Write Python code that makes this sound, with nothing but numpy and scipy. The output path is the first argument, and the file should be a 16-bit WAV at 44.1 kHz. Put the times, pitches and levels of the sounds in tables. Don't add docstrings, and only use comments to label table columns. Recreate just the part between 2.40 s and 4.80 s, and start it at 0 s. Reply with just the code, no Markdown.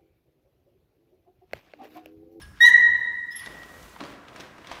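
import sys
import numpy as np
from scipy import signal
from scipy.io import wavfile
from scipy.ndimage import uniform_filter1d, minimum_filter1d

SR = 44100
rng = np.random.default_rng(int(sys.argv[2]) if len(sys.argv) > 2 else 0)


def master(y):
    cut = np.clip(np.atleast_2d(y).T, -1, 1)
    pcm = np.round(cut * 32767)
    wavfile.write(sys.argv[1], SR, pcm.astype(np.int16))


def undo_db(level):
    steps = np.asarray(level, float) / 20
    return 10 ** steps


N = 105840


# f/Hz, level per Hz/dB
AIR_SPECTRUM = [(20, -22.5), (60, -4), (300, 0.5), (700, -23.5), (1500, -5), (3000, -26), (5500, -20),
                (15500, -31)]
AIR_DB = -61

# f/Hz, time/s
ROOM_T60 = [(100, .9), (1000, 1.7), (1900, 1.48), (3800, 1.15), (5700, .75), (8000, .55), (11000, .38),
            (15000, .3)]
# f/Hz, level/dB
ROOM_COLOUR = [(900, -2), (1900, 1), (3800, -11.5), (5700, -10), (8000, -10), (15000, -20.5)]
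ROOM_GAP_S, ROOM_BUILD_S = .008, .035
VOICE_WET_DB, NOSE_WET_DB, BAG_WET_DB = 1.5, 3.5, -3.5
# delay/s, level/dB
ECHOES = [(.0031, -7), (.0074, -11), (.0133, -12)]

# t/s, low rumble/dB, scuff/dB, crackle/dB, hiss/dB
RUSTLE_LEVELS = [(0, -49.5, -58.5, -59.5, -63), (0.029, -53, -62.5, -50.5, -68.5),
                 (0.121, -51.5, -65.5, -78.5, -88), (0.171, -61.5, -78, -57.5, -88),
                 (.29, -65.5, -57, -49.5, -74.5), (.35, -60, -48.5, -71.5, -74),
                 (0.551, -50.5, -57, -72.5, -69), (0.658, -66, -57.5, -69, -73.5),
                 (.85, -72.5, -79, -79, -89), (1.02, -60.5, -61, -50, -69),
                 (1.09, -57, -49.5, -52.5, -61.5), (1.25, -63, -53.5, -58, -60.5),
                 (1.451, -58, -55, -56.5, -57.5), (1.584, -69.5, -57, -57.5, -63),
                 (1.62, -56, -43, -50.5, -64.5), (1.718, -61.5, -50.5, -52, -61),
                 (1.82, -65, -58, -63, -90), (1.939, -61.5, -51.5, -56, -69.5),
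                 (2.017, -58.5, -47.5, -48.5, -62), (2.14, -65.5, -57.5, -61, -79),
                 (2.25, -65.5, -53, -57, -69.5), (2.329, -59, -50, -44.5, -65),
                 (2.4, -70.5, -50, -52.5, -62.5)]
# f/Hz, level per Hz/dB
RUMBLE_SPECTRUM = [(15, -28), (30, -18), (50, -1), (80, -1), (130, -7), (200, -12), (400, -46.5)]
# f/Hz, level per Hz/dB
SCUFF_SPECTRUM = [(60, -26), (150, 5), (300, 2.5), (700, 2.5), (1600, -6), (2500, -15), (5000, -26.5),
                  (15500, -47)]
# f/Hz, level per Hz/dB
CRACKLE_SPECTRUM = [(400, -44), (1000, 4.5), (2000, 1), (3500, -1), (5500, -10), (8000, -23),
                    (15500, -39.5)]
# f/Hz, level per Hz/dB
HISS_SPECTRUM = [(1500, -36), (4000, 0.5), (6500, 4), (9000, 1.5), (12000, -0.5), (15500, 0)]
SCUFF_PER_S, SCUFF_SPREAD_DB = 1500, 2.6
CRACKLE_PER_S, CRACKLE_SPREAD_DB = 3000, 2
HISS_PER_S, HISS_SPREAD_DB = 13000, 3

# t/s, level/dB
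THUDS = [(1.098, -60.5), (1.61, -34), (1.64, -43.5), (1.998, -47.5), (2.188, -50.5), (2.292, -46)]
# f/Hz, level/dB, time to fall by 60 dB/s
BAG_TONES = [(123, -10, 0.15), (237, -6, 0.081), (282.5, -2, 0.33), (322.6, -3.5, 0.17), (441, 0.5, 0.06),
             (534, 5.5, 0.037), (803, -16, 0.076), (1111, 1, 0.042)]
THUD_RISE_S = .003

# t/s, level/dB, ring f/Hz, tilt of the burst/dB per octave
SNAPS = [(0.4041, -48.5, 3800, 9), (1.053, -45, 2510, 4), (1.0609, -33.5, 3660, 3),
         (1.2327, -38.5, 3240, 0.5), (1.428, -49.5, 6040, 10.5), (1.5625, -39.5, 1330, -4),
         (1.593, -63, 9060, 13), (1.604, -35.5, 3400, -7.5), (1.6061, -31.5, 2190, 0.5),
         (1.6375, -33, 1524, -1), (1.651, -38.5, 4460, -4), (1.659, -52, 3300, -0.5),
         (1.6632, -48.5, 2830, 5.5), (1.8834, -41.5, 3450, 0), (1.961, -38, 1510, 3), (2, -39, 5600, 2.5),
         (2.006, -38, 3400, 4), (2.1817, -39.5, 1100, -0.5), (2.2465, -38.5, 2040, -4.5),
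         (2.271, -38, 3350, 3.5), (2.3, -43, 2390, -0.5), (2.3145, -28, 1220, -0.5), (2.3225, -41, 6000, 1),
         (2.326, -39.5, 2150, 2), (2.341, -37, 1650, -7.5), (2.352, -41, 2340, 1.5)]
# f/Hz, level per Hz/dB
PAPER_SPECTRUM = [(300, -36), (700, 9.5), (1200, 7), (2200, 3), (3600, -1.5), (6000, -7.5), (10000, -22.5),
                  (15500, -34.5)]
SNAP_RISE_S, SNAP_T60 = .0004, .018
RING_DB, RING_WIDTH_HZ = -1, 400
TILT_HZ = 3000

# t/s, pitch f/Hz, first/dB, second/dB, third partial/dB, breath/dB
WHISTLES = [
    [(.011, 5820, -67, -83.5, -95, -66.5), (.016, 5540, -55.5, -59, -109, -55),
     (.028, 5230, -53, -72.5, -96.5, -66), (.045, 5180, -71, -84.5, -92, -68.5)],
    [(.017, 5090, -87, -70.5, -85, -79.5), (.022, 4850, -74, -51, -80, -83),
     (.034, 4730, -63, -58.5, -96, -77.5), (.045, 4870, -77, -72, -82, -83.5)],
    [(.9, 4793, -88, -84, -76, -73.5), (.908, 4920, -59, -81, -84, -67.5),
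     (.918, 5200, -46.5, -69.5, -64, -56), (.93, 5270, -47, -64.5, -70, -58),
     (.95, 5480, -75, -78, -74, -59), (.96, 5575, -60, -39.5, -83, -52), (.967, 5530, -48, -35, -80, -50.5),
     (.978, 5600, -63, -42, -70, -51), (.988, 5190, -46, -52, -59, -55.5), (.996, 4940, -66, -46, -52, -47),
     (1.006, 4700, -52, -49, -72, -56.5), (1.014, 4674, -74, -75, -90, -53)],
]
# f/Hz, level per Hz/dB
NOSE_SPECTRUM = [(800, -19), (2000, -18), (3400, 12.5), (4300, -11), (5500, 1.5), (8000, -12.5),
                 (12000, -0.5), (15500, -18.5)]
NOSE_JITTER = .005

# t/s, pitch f/Hz, level/dB, overtones against it/dB, half pitch/dB, breath/dB
YELP = [(.199, 1865, -68.5, -2, -49, -69), (.2065, 1816, -18, -7, -48.5, -54),
        (.213, 1899, -12, -5.5, -43.5, -47.5), (.231, 1897, -11.5, 4, -30.5, -45.5),
        (.247, 1916, -9, -1, -23, -44), (.257, 1956, -13.5, 3, -16.5, -35.5),
        (.272, 1998, -15.5, -1, -38.5, -34.5), (.283, 1885, -15.5, -15, -32.5, -38),
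        (.294, 1765, -22.5, -20.5, -26.5, -36.5), (.32, 1700, -47, -34, -29, -57)]
# multiple of the pitch, level/dB
OVERTONES = [(1, 1), (2, -10), (3, -27), (4, -41.5), (5, -25), (6, -35), (7, -26)]
# multiple of the pitch, level/dB
HALF_TONES = [(.5, -2), (1.5, -9.5)]
# f/Hz, level per Hz/dB
BREATH_SPECTRUM = [(700, -29.5), (1500, -18), (2400, -33.5), (2950, -1.5), (3500, -5.5), (5300, -14),
                   (6200, 1), (7200, -11.5), (11000, -9), (15500, -21)]
YELP_JITTER = .0032
TOP_FADE_DB_PER_S = 394.5

CEILING, LIMIT_SAMPLES = .8, 441
EDGE_HZ = 15750


def evened(x):
    return x / np.sqrt(np.mean(x ** 2) + 1e-20)


def read(points, hz):
    f, value = np.transpose(points)
    return np.interp(np.log(hz + 1), np.log(f + 1), value)


def add(mix, s, sound):
    part = mix[max(round(s * SR), 0):][:len(sound)]
    part += sound[:len(part)]


def colour(x, points):
    half = np.log(undo_db(read(points, np.fft.rfftfreq(4096, 1 / SR))))
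    full = np.r_[half, half[-2:0:-1]]
    taps = np.fft.ifft(np.exp(full - 1j * signal.hilbert(full).imag)).real[:2048]
    return signal.oaconvolve(x, taps / np.linalg.norm(taps))[:len(x)]


def noise(points):
    return colour(rng.standard_normal(N), points)


def columns(table):
    s, *cols = np.transpose(table)
    t = np.arange(s[0], s[-1], 1 / SR)
    return [np.interp(t, s, c) for c in cols]


def unsteady_phase(hz, jitter):
    wobble = evened(uniform_filter1d(rng.standard_normal(N), size=80))[:len(hz)]
    return 2 * np.pi * np.cumsum(hz * (1 + jitter * wobble)) / SR


def room_air():
    return undo_db(AIR_DB) * noise(AIR_SPECTRUM)


def earlier_yelp():
    band = noise([(1500, -40), (1660, 0), (1820, -40)])
    return undo_db(-55 - 60 * np.arange(N) / SR / 1.3) * band


def room():
    taps = np.zeros(2 * SR)
    at = np.arange(0, 2 * SR - 20, 20)
    taps[at + rng.integers(0, 20, len(at))] = rng.choice([-1., 1.], len(at))
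    taps *= np.clip((np.arange(2 * SR) / SR - ROOM_GAP_S) / ROOM_BUILD_S, 0, 1)
    hz, t, bands = signal.stft(taps, SR, nperseg=256)
    bands = bands * undo_db(-60 * t / read(ROOM_T60, hz)[:, None])
    smooth = uniform_filter1d(abs(bands), size=5, axis=0)
    bands = bands / np.linalg.norm(smooth, axis=1)[:, None]
    plain = signal.istft(bands, SR, nperseg=256)[1]
    coloured = signal.istft(bands * undo_db(read(ROOM_COLOUR, hz))[:, None], SR, nperseg=256)[1]
    return coloured / np.linalg.norm(plain)


def echoed(x):
    out = x.copy()
    for delay, db in ECHOES:
        add(out, delay, undo_db(db) * x)
    return out


def grains(per_s, spread_db, points, level_db):
    size = undo_db(spread_db * np.minimum(rng.exponential(1, N), 5)) * rng.choice([-1., 1.], N)
    clicks = size * (rng.random(N) < per_s / SR)
    return undo_db(level_db) * evened(colour(clicks, points))


def rustle():
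    s, *levels = np.transpose(RUSTLE_LEVELS)
    t = np.arange(N) / SR
    rumble_db, scuff_db, crackle_db, hiss_db = [np.interp(t, s, c) for c in levels]
    rumble = undo_db(rumble_db) * noise(RUMBLE_SPECTRUM)
    scuff = grains(SCUFF_PER_S, SCUFF_SPREAD_DB, SCUFF_SPECTRUM, scuff_db)
    crackle = grains(CRACKLE_PER_S, CRACKLE_SPREAD_DB, CRACKLE_SPECTRUM, crackle_db)
    hiss = grains(HISS_PER_S, HISS_SPREAD_DB, HISS_SPECTRUM, hiss_db)
    return rumble + scuff + crackle + hiss


def thuds():
    out, t = np.zeros(N), np.arange(12000) / SR
    for s, db in THUDS:
        ring = np.zeros(len(t))
        for hz, tone_db, t60 in BAG_TONES:
            start_db = db + tone_db + rng.normal(0, 2)
            ring += undo_db(start_db - 60 * t / t60) * np.sin(2 * np.pi * hz * t)
        add(out, s, np.minimum(t / THUD_RISE_S, 1) * ring)
    return out


def snaps():
    out, t = np.zeros(N), np.arange(3000) / SR
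    shape = np.minimum(t / SNAP_RISE_S, 1) * undo_db(-60 * t / SNAP_T60)
    for s, db, hz, tilt_db in SNAPS:
        tilted = [(f, g + tilt_db * np.log2(f / TILT_HZ)) for f, g in PAPER_SPECTRUM]
        burst = shape * colour(rng.standard_normal(len(t)), tilted)
        ring = np.sqrt(2) * np.sin(2 * np.pi * hz * t) * np.exp(-np.pi * RING_WIDTH_HZ * t)
        add(out, s, undo_db(db) * (burst + undo_db(RING_DB) * ring))
    return out


def nose_whistles():
    out, hiss = np.zeros(N), noise(NOSE_SPECTRUM)
    for table in WHISTLES:
        hz, *levels, air_db = columns(table)
        phase = unsteady_phase(hz, NOSE_JITTER)
        tone = sum(undo_db(db) * np.sin(k * phase) for k, db in enumerate(levels, 1))
        add(out, table[0][0], np.sqrt(2) * tone + undo_db(air_db) * hiss[:len(hz)])
    return out


def yelp():
    hz, db, over_db, half_db, breath_db = columns(YELP)
    top_db = TOP_FADE_DB_PER_S * np.arange(len(hz)) / SR
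    phase = unsteady_phase(hz, YELP_JITTER)
    tone = np.zeros(len(hz))
    for k, g in OVERTONES:
        tone += undo_db(g + over_db * (k > 1) - top_db * (k > 4)) * np.cos(k * phase)
    for k, g in HALF_TONES:
        tone += undo_db(half_db + g) * np.cos(k * phase)
    breath = noise(BREATH_SPECTRUM)[:len(hz)]
    out = np.zeros(N)
    add(out, YELP[0][0], np.sqrt(2) * undo_db(db) * tone + undo_db(breath_db) * breath)
    return out


def scene():
    background = room_air() + earlier_yelp()
    bag = rustle() + thuds() + echoed(snaps())
    whistle = nose_whistles()
    voice = yelp()
    send = undo_db(VOICE_WET_DB) * voice + undo_db(NOSE_WET_DB) * whistle + undo_db(BAG_WET_DB) * bag
    ringing = signal.fftconvolve(send, room())[:N]
    return (background + bag + whistle + voice + ringing)[None]


def band_limit(x):
    return signal.sosfilt(signal.butter(12, 15740, fs=SR, output="sos"), x)


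def record(dry):
    gain = minimum_filter1d(CEILING / np.maximum(abs(dry), CEILING), 2 * LIMIT_SAMPLES)
    held = dry * uniform_filter1d(gain, LIMIT_SAMPLES)
    edge = signal.firwin(511, EDGE_HZ, window=("kaiser", 9), fs=SR)
    finished = signal.oaconvolve(held, edge[None], "same")
    return band_limit(finished)


dry = scene()
out = record(dry)
master(out)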